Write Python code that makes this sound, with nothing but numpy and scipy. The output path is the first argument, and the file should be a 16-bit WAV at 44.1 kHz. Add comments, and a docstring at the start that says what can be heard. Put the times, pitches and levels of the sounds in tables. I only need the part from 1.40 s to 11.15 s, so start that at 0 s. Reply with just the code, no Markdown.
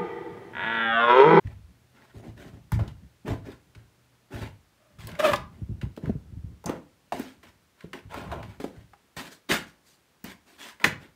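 """Microphone hiss and a faint mains hum lie under the first scuff and heel thud on a wooden landing.
The walker, camera in hand, drags a sticking door open past its frame and crosses a concrete garage.
Heels are low sagging tones, soles tap as noise in a broad resonance, and slides are one stream of grit.
The door is uneven stick-slip pulses ringing its leaf; jolts of the camera are low blows without room."""
import sys
import numpy as np
from scipy import signal
from scipy.fft import rfft, irfft, next_fast_len
from scipy.io import wavfile
from scipy.ndimage import uniform_filter1d, map_coordinates

SR = 44100
rng = np.random.default_rng(int(sys.argv[2]) if len(sys.argv) > 2 else 0)


def rack_gain(trim_db):
    """Turn a fader trim in dB into the linear factor to multiply a signal by."""
    fader = np.asarray(trim_db, float)
    return 10 ** (fader / 20)


def output_pcm(signal):
    """Save a mono or channel-first signal as 16-bit PCM at the path in sys.argv[1].

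    Samples are clipped to [-1, 1] before scaling.
    """
    pcm = np.clip(np.atleast_2d(signal).T, -1, 1) * 32767
    wavfile.write(sys.argv[1], SR, np.round(pcm).astype(np.int16))


N = 429975

# weight landing on the floor or the door, before the room answers: [t/s, peak level/dB, f/Hz]
FOOTFALLS = [(0.048, -20.5, 85), (0.226, -38, 66), (0.75, -34, 105), (0.875, -31, 108), (1.055, -34, 127),
             (1.128, -32.5, 118), (1.321, -11.5, 112), (1.354, -20, 101.5), (1.401, -20.5, 108),
             (1.45, -44, 97), (1.846, -31.5, 198), (1.878, -23.5, 130), (1.9, -19, 91), (2.061, -36.5, 116),
             (2.358, -37, 104), (2.935, -26.5, 107), (3.008, -25, 102.6), (3.582, -34, 118),
             (3.635, -29, 118.5), (3.721, -35, 149), (3.895, -30, 221), (3.914, -25, 132),
             (3.993, -37, 143), (5.253, -26.5, 153), (5.281, -28, 154), (5.734, -35, 155), (5.79, -38, 223),
             (6.437, -33, 163), (6.65, -34.5, 89), (6.75, -36, 91), (6.87, -31, 107), (6.958, -39, 140),
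             (7.003, -30.5, 110), (7.238, -29, 173), (7.367, -34.5, 115), (7.765, -34.5, 144),
             (8.111, -23.5, 164), (8.839, -31, 189.6), (9.437, -24.5, 195), (9.464, -24, 144),
             (9.52, -32.5, 141)]
# the hand jolting the camera while the door swings: [t/s, peak level/dB, f/Hz]
CAMERA_JOLTS = [(4.212, -22, 97), (4.287, -23.5, 112.3), (4.306, -22.5, 109), (4.426, -18.5, 108),
                (4.459, -26.5, 122), (4.631, -24, 142), (4.668, -21.5, 131), (4.692, -14.5, 200.6),
                (4.748, -23, 132), (4.778, -50, 96), (4.918, -32, 110), (4.963, -24.5, 81.6),
                (5.035, -22.5, 80), (5.115, -38.5, 90)]
# hard contacts of soles and latch: [t/s, peak level of the knock/dB, centre f/Hz, treble level re knock/dB]
CONTACTS = [(0.071, -40.5, 1850, -31.5), (1.319, -24.5, 950, -7.5), (1.391, -30.5, 665, -26.5),
            (1.478, -41.5, 3500, -26), (1.879, -27.5, 705, -25), (2.35, -43, 1800, -26.5),
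            (3.586, -51, 1500, -9.5), (3.671, -37.5, 3500, 6), (3.69, -38, 1730, -19),
            (3.716, -39, 2480, -13.5), (3.752, -36, 1900, -22.5), (3.934, -12, 1070, -27.5),
            (3.959, -28, 3500, -8.5), (4.414, -35, 1800, -36), (4.565, -44, 2440, -7),
            (4.575, -25, 280, -33), (4.657, -35, 1320, -32), (4.695, -32, 328, -39),
            (5.241, -33, 600, -14.5), (5.259, -25.5, 5770, -16), (5.294, -17, 420, -23.5),
            (5.722, -18, 663, -43), (5.796, -22, 308, -13.5), (6.03, -45, 1610, -14.5),
            (6.407, -39.5, 1860, -38.5), (6.442, -34.5, 334, -42.5), (6.532, -29.5, 1610, -21),
            (6.742, -27.5, 910, -13.5), (6.916, -32, 1310, -27), (7.028, -35, 1700, -34),
            (7.2, -26.5, 298, -43), (7.241, -19.5, 280, -27.5), (7.534, -39.5, 850, -28),
            (7.765, -40, 470, -6.5), (8.114, -14.5, 1660, -13), (8.841, -43, 396, 10.5),
            (9.399, -38, 1530, -26), (9.442, -4, 1740, -24)]


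def unit(x):
    """Scaled to rms 1."""
    return x / np.sqrt(np.mean(x ** 2) + 1e-20)


def along(points, hz):
    """(Hz, value) points read on a log frequency axis."""
    f, v = np.transpose(points)
    return np.interp(np.log(hz + 1), np.log(f + 1), v)


def curves(rows):
    """One value per sample for each column after the time, -120 dB outside the table."""
    s, *cols = np.transpose(rows)
    return [np.interp(np.arange(N) / SR, s, c, left=-120, right=-120) for c in cols]


def wobble(rate):
    """A smooth random curve, rate knots a second."""
    knots = rng.standard_normal(int(N * rate / SR) + 4)
    return map_coordinates(knots, [np.arange(N) * rate / SR])


def filtered(x, response):
    """x times a complex response of frequency."""
    m = next_fast_len(len(x) + SR // 2)
    return irfft(rfft(x, m) * response(np.fft.rfftfreq(m, 1 / SR)), m)[:len(x)]


def body(modes):
    """Causal response of (Hz, width in Hz, dB) resonances, alternating in sign."""
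    def response(f):
        return sum((-1) ** k * rack_gain(db) * 1j * f * w / (c * c - f * f + 1j * f * w)
                   for k, (c, w, db) in enumerate(modes))
    return response


def add(track, s, sound):
    """Mixes a sound in at time s."""
    part = track[round(s * SR):][:len(sound)]
    part += sound[:len(part)]


def hiss():
    """Steady microphone noise, strongest in the bass and falling off through the treble."""
    # hiss spectrum: [f/Hz, relative level per Hz/dB]
    hiss_shape = [(20, -15), (60, 7), (130, 3), (300, 0), (700, -5), (1500, -6.5), (4000, -12),
                  (13000, -20), (16000, -21)]
    noise = filtered(rng.standard_normal(N), lambda f: rack_gain(along(hiss_shape, f)))
    return rack_gain(-65.5) * unit(noise)


def hum():
    """A mains tone wavering in pitch and level, that fades once the house is left."""
    # hum level, before its wavering: [t/s, level/dB]
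    hum_level = [(0, -69), (2.3, -71), (2.7, -61.5), (3.3, -74.5), (4.2, -81), (9.75, -100)]
    turn = 2 * np.pi * np.cumsum(121 + 3 * wobble(6)) / SR  # around 121 Hz
    return rack_gain(curves(hum_level)[0] + 3.8 * wobble(1.7)) * np.sqrt(2) * np.sin(turn)


def shudder():
    """Lumpy low noise ringing in the joists: a slow swell plus the shake after each thud or jolt."""
    # low rumble under moving weight, before the aftershakes: [t/s, level/dB]
    swell = [(0, -60), (0.62, -67.5), (0.95, -57), (1.63, -63), (3.3, -77), (3.77, -50.5), (4.15, -48.5),
             (4.36, -61), (4.5, -55), (4.58, -71), (4.86, -57), (5.18, -63), (5.24, -72), (5.92, -60),
             (6.4, -71.5), (6.95, -37.5), (7.57, -83), (9.75, -70)]
    # joist resonances: [f/Hz, width/Hz, level/dB]
    joists = [(61, 31, 0.5), (108, 25, -3.5), (172.3, 62, -3)]
    aftershake_db, aftershake_t60_s = -17.5, 0.41  # level is relative to the blow's peak
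    lumps = rng.standard_normal(N) * rack_gain(3.2 * wobble(25))
    level, t = rack_gain(curves(swell)[0]), np.arange(SR // 2) / SR
    for s, db, _ in FOOTFALLS + CAMERA_JOLTS:
        shake = rack_gain(db + aftershake_db - 60 * t / aftershake_t60_s)
        add(level, s, shake * (1 - np.exp(-t / 0.022)))
    rumble = filtered(filtered(lumps, body(joists)), body([(96, 68, 0)]))
    return level * unit(rumble)


def grains(spread_db):
    """Noise whose loudness jumps from one grain of grit to the next."""
    return rng.standard_normal(N) * rack_gain(spread_db * wobble(400))


def patchy(x, depth_db):
    """Random small patches of time and pitch ring out or drop back."""
    z = signal.stft(x, nperseg=512)[2]
    over_pitch = uniform_filter1d(rng.standard_normal(z.shape), size=2, axis=0)
    field = uniform_filter1d(over_pitch, size=5, axis=1)
    return signal.istft(z * rack_gain(depth_db * unit(field)), nperseg=512)[1][:N]


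def slides():
    """One stream of grit feeds scuff, crunch and treble; pressure sets the floor resonances going."""
    # soles and clothes sliding, and the door edge scraping past its frame:
    # [t/s, length/s, scuff level/dB, grit level re scuff/dB, floor level under pressure re scuff/dB]
    strokes_made = [(0.028, 0.1, -62.5, -15, 1.5), (0.51, 0.2, -64.5, -13.5, -0.5),
                    (0.734, 0.075, -67, -3.5, 17.5), (0.82, 0.076, -61.5, -8, 15.5),
                    (0.956, 0.13, -59.5, -7, 10.5), (1.125, 0.057, -70, -9, 16), (1.31, 0.033, -45, -9, -2),
                    (1.389, 0.053, -47, -19, 8.5), (1.472, 0.027, -57, -13, -4),
                    (1.847, 0.093, -45, -13.5, 10), (2.035, 0.088, -53, -14, 4),
                    (2.34, 0.09, -68.5, -10, 6.5), (2.899, 0.11, -50, -10.5, 9),
                    (3.007, 0.057, -44, -15.5, -4.5), (3.578, 0.095, -55, -6, -1),
                    (3.672, 0.21, -52.5, -17.5, 0), (3.788, 0.022, -34, -10.5, -5),
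                    (3.814, 0.11, -33, -14, 0.5), (4.105, 0.12, -70, -10.5, 11),
                    (4.408, 0.025, -48.5, -18, -12), (4.618, 0.075, -55, -17, 11),
                    (5.257, 0.076, -40.5, -21.5, 4), (5.334, 0.069, -63, -16, 13),
                    (5.733, 0.11, -48, -5, 8.5), (5.836, 0.09, -59.5, -5.5, 2),
                    (6.026, 0.062, -56.5, -9, -1), (6.368, 0.092, -63.5, -12, -19),
                    (6.522, 0.056, -51.5, -14.5, 6.5), (6.686, 0.11, -48.5, -15.5, -17),
                    (6.741, 0.19, -45.5, -20.5, 0.5), (6.91, 0.091, -42, -28, -0.5),
                    (7.022, 0.13, -58, -13.5, 2), (7.212, 0.083, -55.5, -4, -3), (7.314, 0.11, -67, -10, 7),
                    (7.762, 0.11, -44.5, -5.5, 0), (7.902, 0.051, -66, 7, 5), (8.086, 0.075, -28, -8, -3),
                    (8.26, 0.043, -59, -2.5, -7), (8.426, 0.13, -78.5, 11, -22),
                    (8.835, 0.079, -47.5, -6.5, 0), (9.053, 0.11, -64, -0.5, 1.5),
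                    (9.176, 0.12, -47.5, -5.5, -9), (9.389, 0.13, -53.5, -16.5, -2),
                    (9.44, 0.027, -29, -8, 1), (9.596, 0.065, -57.5, -10.5, 1.5)]
    # scuff spectrum: [f/Hz, relative level per Hz/dB]
    scuff_shape = [(350, -32), (700, -4), (1300, -3), (1700, 0.5), (2200, -2.5), (3500, -9), (5000, -26.5),
                   (6500, -34.5)]
    # treble of loose grit: [f/Hz, relative level per Hz/dB]
    grit_shape = [(2650, -17.5), (4500, -9), (9260, -14.5), (10600, -20.5), (14400, -17.5), (15700, -26.5),
                  (16000, -30)]
    # a sole pressed flat and dragged, passed twice: [f/Hz, width/Hz, level per pass/dB]
    crunch_modes = [(541, 394, 2), (967, 570, 3.5), (1364, 355, 2)]
    # the floor under a sliding sole, passed twice: [f/Hz, width/Hz, level per pass/dB]
    board_modes = [(239.4, 117, 2), (378.7, 76.6, 4.5), (600, 394, -3)]
    struck_rise_s, soft_rise = 0.0017, 0.2  # soft rise is a share of the slide's length
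    with_tap_s = 0.014  # a slide this near a tap starts with it

    contact = patchy(grains(spread_db=1.77) * rack_gain(1.7 * wobble(40)), depth_db=3.0)
    scuff = unit(filtered(contact, lambda f: rack_gain(along(scuff_shape, f))))
    crunch = unit(filtered(filtered(contact, body(crunch_modes)), body(crunch_modes)))
    grit = unit(filtered(contact, lambda f: rack_gain(along(grit_shape, f))))
    pressed = grains(spread_db=3) * rack_gain(1.6 * wobble(25))
    boards = unit(filtered(filtered(pressed, body(board_modes)), body(board_modes)))
    strokes = np.zeros((4, N))
    for s, length, db, grit_db, pressure_db in strokes_made:
        tap_s = min((tap[0] for tap in CONTACTS), key=lambda near: abs(near - s))
        rise = soft_rise * length
        if abs(s - tap_s) < with_tap_s:
            s, rise = tap_s, struck_rise_s
        t = np.arange(round((length + 0.12) * SR)) / SR
        # the sliding thing bears down, slows as it slides, and lifts
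        fall_db = -8 * t / length - 60 * np.maximum(t - length, 0) / 0.21
        stroke = (1 - np.exp(-t / max(rise, 1e-3))) ** 2 * rack_gain(fall_db)
        stroke /= np.sqrt(np.mean(stroke[t < length] ** 2))
        # the less loose grit, the darker the drag
        dark = np.clip((-grit_db - 7.5) / 16, 0.02, 0.9)
        # the weight on the floor eases off after landing
        pressure = rack_gain(pressure_db - 41 * np.maximum(t - 2 * rise, 0))
        gains = [np.sqrt(1 - dark), np.sqrt(dark), rack_gain(grit_db), pressure]
        for track, gain in zip(strokes, gains):
            add(track, s, rack_gain(db) * gain * stroke)
    return np.sum(strokes * [scuff, crunch, grit, boards], axis=0)


def blows(hits, ring_s, rise, sag, over_db, deep_db):
    """Low cycles that swell, sag in pitch and die, with two overtones and a deep, slower-dying push."""
    out, t = np.zeros(N), np.arange(SR // 2) / SR
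    for s, db, hz in hits:
        t60 = ring_s * 100 / hz  # ring_s belongs to 100 Hz; higher blows die sooner
        turn = 2 * np.pi * hz * (t + sag * (1 - np.exp(-t / 0.0084)))
        overtones = np.sin(1.838 * turn) + 0.36 * np.sin(2.997 * turn)
        overtones = overtones * rack_gain(over_db - 60 * t / 0.12)
        # a stiff, high-ringing floor hardly gives way
        push_db = deep_db - 11 * max(np.log2(hz / 115), 0)
        push = rack_gain(push_db + 20 * t / t60) * np.sin(2 * np.pi * 63 * t)
        ring = np.sin(turn) + overtones + push
        ring = ring * rack_gain(-60 * t / t60) * (1 - np.exp(-t / rise)) ** 2
        add(out, s, rack_gain(db) * ring / np.abs(ring).max())
    return out


def thuds():
    """Weight landing: soft blows with a short ring and faint overtones."""
    return blows(FOOTFALLS, ring_s=0.055, rise=0.01, sag=0.0015, over_db=-13, deep_db=-6.0)


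def taps():
    """A hard contact: a click and a dying rattle in a broad resonance, plus a shorter crack of treble."""
    out, t = np.zeros(N), np.arange(SR // 5) / SR
    for s, db, hz, treble_db in CONTACTS:
        t60 = 0.033 * (1000 / hz) ** 0.14  # seconds; higher contacts die a little sooner
        rattle, crack = rng.standard_normal((2, len(t)))
        click = 3 * (t == 0)
        struck = (rattle * (1 - np.exp(-t / 0.00083)) + click) * rack_gain(-60 * t / t60)
        knock = filtered(struck, body([(hz, 0.39 * hz, 0), (1.31 * hz, 2.12 * hz, -13)]))
        crack = filtered(crack * rack_gain(-60 * t / (0.6 * t60)), lambda f: (1j * f / (4500 + 1j * f)) ** 2)
        add(out, s, rack_gain(db) * (knock / np.abs(knock).max() + rack_gain(treble_db) * crack))
    return out


def door():
    """The door edge sticks and slips near a ring of the leaf, unevenly, scraping as it goes."""
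    # the edge creaking faintly under the pull, then juddering past the frame: [t/s, level/dB]
    judder = [(3.37, -80), (3.42, -65.5), (3.56, -71), (3.78, -58.5), (3.8, -21), (3.822, -33), (3.85, -16),
              (3.865, -20), (3.872, -26.5), (3.882, -22.5), (3.9, -22.5), (3.925, -30.5), (3.95, -26),
              (3.98, -60)]
    # resonances of the door leaf: [f/Hz, width/Hz, level/dB]
    leaf_modes = [(607, 91, -0.5), (850, 71, -10.5), (1160, 280, -10), (1690, 250, -10.5),
                  (2466, 340, -15.5), (3500, 900, -25)]
    rate = 606.3 * rack_gain(0.5 * wobble(150) + 0.3 * wobble(20))  # slips per second
    slips = np.diff(np.floor(np.cumsum(rate / SR)), prepend=0) * rack_gain(3.3 * wobble(300))
    scrape = 0.5 * rng.standard_normal(N)
    groan = filtered(8 * (slips - slips.mean()) + scrape, body(leaf_modes))
    return rack_gain(curves(judder)[0]) * unit(groan)


def jolts():
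    """The hand knocks the camera: blows with a longer ring, more sag and stronger overtones than a thud."""
    return blows(CAMERA_JOLTS, ring_s=0.074, rise=0.0084, sag=0.0024, over_db=-5, deep_db=-5)


def room(x):
    """Each frequency of the room's answer dies at its own speed."""
    # decay of the room: [f/Hz, t60/s]
    decay = [(80, 0.46), (300, 0.35), (1500, 0.31), (5000, 0.25), (14000, 0.17)]
    hz, t, z = signal.stft(rng.standard_normal(SR // 2), SR, nperseg=256)
    tail = signal.istft(z * rack_gain(-60 * t / along(decay, hz)[:, None]), SR, nperseg=256)[1]
    late = np.pad(x, (200, 0))  # the answer starts 200 samples after the source
    return signal.fftconvolve(late, tail / np.linalg.norm(tail))[:N]


def scene():
    """Near sounds with their room; jolts reach the microphone dry through the case."""
    low, near, leaf = thuds(), taps() + slides(), door()
    wet = room(rack_gain(-5.5) * low + rack_gain(-9.5) * near + rack_gain(-19) * leaf)
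    return (low + jolts() + near + leaf + wet + shudder() + hum())[None]


def low_pass(x):
    """Removes everything above the highest recorded frequency."""
    return signal.sosfilt(signal.butter(12, 16550, fs=SR, output="sos"), x)


def record(dry):
    """The microphone adds its hiss, loses the deepest bass and keeps nothing above its band limit."""
    bass_hz, top_hz = 36, 15700
    heard = filtered(dry[0] + hiss(), lambda f: (1j * f / (bass_hz + 1j * f)) ** 4 * (f < top_hz))
    return low_pass(heard[None])


dry = scene()
out = record(dry)
output_pcm(out)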